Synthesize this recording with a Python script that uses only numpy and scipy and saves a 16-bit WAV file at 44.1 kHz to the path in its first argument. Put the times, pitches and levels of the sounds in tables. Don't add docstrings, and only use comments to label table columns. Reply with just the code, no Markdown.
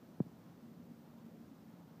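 import sys
import numpy as np
from scipy import signal
from scipy.fft import irfft
from scipy.io import wavfile
from scipy.ndimage import uniform_filter1d

SR = 44100
rng = np.random.default_rng(int(sys.argv[2]) if len(sys.argv) > 2 else 0)


def unload_audio(sound):
    columns = np.transpose(np.atleast_2d(sound))
    steps = np.round(np.clip(columns, -1, 1) * 32767)
    wavfile.write(sys.argv[1], SR, steps.astype(np.int16))


N = 88200

# frequency in Hz, relative level in dB.
HISS_TONE = [(100, -1.5), (2500, -0.5), (4000, 0), (6000, -2), (8000, -8), (9800, -16.5), (11500, -9),
             (13500, -0.5), (15300, -2)]
# start in seconds, push in dB, brightness of the contact in Hz.
MIC_BUMPS = [(0.2029, -14.5, 530), (0.264, -27, 100)]
# frequency in Hz, relative level in dB.
CHURN_TONE = [(22, -37), (45, -32), (75, -11.5), (120, -2.5), (190, -1), (280, -1.5), (370, -8.5),
              (500, -10), (800, -15), (1300, -21), (2400, -31.5), (6000, -40.5)]
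# pitch in Hz, spread to either side in Hz, average level in dB.
BANK_HOLLOWS = [(171, 4.5, -65), (231.5, 10, -63)]
# time in seconds, relative dB of the deep hollow, then of the upper.
HOLLOW_SWELLS = [(0, -2, -8.5), (.35, 2, -4), (.5, 0, -5.5), (.62, 1.5, 3.5), (.76, 1, -0.5), (.9, 1, 2),
                 (1.1, -3, -0.5), (1.28, 4.5, 5.5), (1.45, -6.5, 5.5), (1.59, 4.5, -7.5), (1.69, 3.5, 8.5),
                 (1.83, 4, -11), (2.0, -2.5, -7)]
# start in seconds, pitch in Hz, strength in dB.
LOUD_GULPS = [(0.282, 254, -50), (0.735, 174, -45.5), (0.796, 226, -43.5), (0.909, 269, -47),
              (1.282, 228, -51), (1.346, 282, -48), (1.513, 258, -44.5)]


def undb(db):
    return 10 ** (np.asarray(db) / 20)


def level(x, db):
    return x * undb(db) / np.sqrt(np.mean(x ** 2))


def frequencies():
    return np.maximum(np.arange(N // 2 + 1) * SR / N, 1)


def tone(points):
    hz, db = np.array(points).T
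    return undb(np.interp(np.log(frequencies()), np.log(hz), db))


def noise(gain):
    return irfft(gain * np.exp(2j * np.pi * rng.random(len(gain))), N)


def keep_side(x, hz, side, order):
    return signal.sosfilt(signal.butter(order, hz, side, fs=SR, output="sos"), x)


def wander(per_s):
    hold = max(int(SR / per_s), 2)
    steps = rng.standard_normal(N)[np.arange(N) // hold]
    smooth = uniform_filter1d(uniform_filter1d(steps, hold), hold)
    return smooth / smooth.std()


def bubble(start, hz, cycles, rise):
    at = np.arange(min(int(start * SR), N), min(int((start + cycles / hz) * SR), N))
    turns = np.arange(len(at)) * hz / SR
    loudness = np.minimum(turns, 1) * np.exp(-np.log(1000) * turns / cycles)
    return at, loudness * np.sin(2 * np.pi * turns * (1 + rise * turns / cycles / 2))


def bubbles(per_s, middle_hz, octaves, cycles, rise, scatter_db):
    out = np.zeros(N)
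    starts = np.cumsum(rng.uniform(0, 2, size=2000)) / per_s
    chance = np.clip(rng.standard_normal(size=(2000, 2)), -2, 2)
    for start, (pitch, strength) in zip(starts, chance):
        if start * SR >= N:
            break
        hz = middle_hz * 2 ** (octaves * pitch)
        at, ring = bubble(start, hz, cycles, rise)
        out[at] += ring * undb(scatter_db * strength) * np.sqrt(middle_hz / hz)
    return out


def microphone_hiss():
    return level(noise(tone(HISS_TONE)), db=-76)


def microphone_bumps():
    push_s, swing_hz, bass_cut_hz, casing_hz = 0.0012, 137, 132, 2320
    out = np.zeros(N)
    for start, db, contact_hz in MIC_BUMPS:
        t = np.maximum(np.arange(N) / SR - start, 0)
        push = t / push_s * np.exp(1 - t / push_s) * np.cos(2 * np.pi * swing_hz * t)
        out -= undb(db) * keep_side(push, contact_hz, "low", order=1)
    thumps = keep_side(out, bass_cut_hz, "high", order=6)
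    return keep_side(thumps, casing_hz, "low", order=2)


def churning_water():
    flicker_db = 1.0
    octaves = np.log2(frequencies())
    out = np.zeros(N)
    for middle in range(4, 15):
        band = np.sqrt(np.maximum(1 - abs(octaves - middle), 0))
        out += noise(tone(CHURN_TONE) * band) * undb(flicker_db * wander(per_s=28))
    return level(out, db=-60.5)


def small_plops():
    plops = bubbles(per_s=320, middle_hz=644, octaves=0.65, cycles=14, rise=0.29, scatter_db=1)
    return level(plops, db=-77)


def booming_hollows():
    times, *swells = np.array(HOLLOW_SWELLS).T
    out = np.zeros(N)
    for (hz, width, db), swell_db in zip(BANK_HOLLOWS, swells):
        ring = noise(1 / (1 + ((frequencies() - hz) / width) ** 2))
        swell = undb(np.interp(np.arange(N) / SR, times, swell_db))
        out += level(ring * swell, db)
    return out


def big_gulps():
    cycles, rise = 16.2, 0.024
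    crowd = bubbles(per_s=75, middle_hz=219, octaves=0.33, cycles=cycles, rise=rise, scatter_db=0.5)
    out = level(crowd, db=-64)
    for start, hz, db in LOUD_GULPS:
        at, ring = bubble(start, hz, cycles, rise)
        out[at] += undb(db) * ring
    return out


def scene():
    spring = big_gulps() + booming_hollows() + churning_water() + small_plops()
    return (spring + microphone_bumps() + microphone_hiss())[None]


def record(dry):
    top_hz = 15400
    return signal.sosfilt(signal.ellip(12, .1, 70, top_hz, fs=SR, output="sos"), dry)


dry = scene()
out = record(dry)
unload_audio(out)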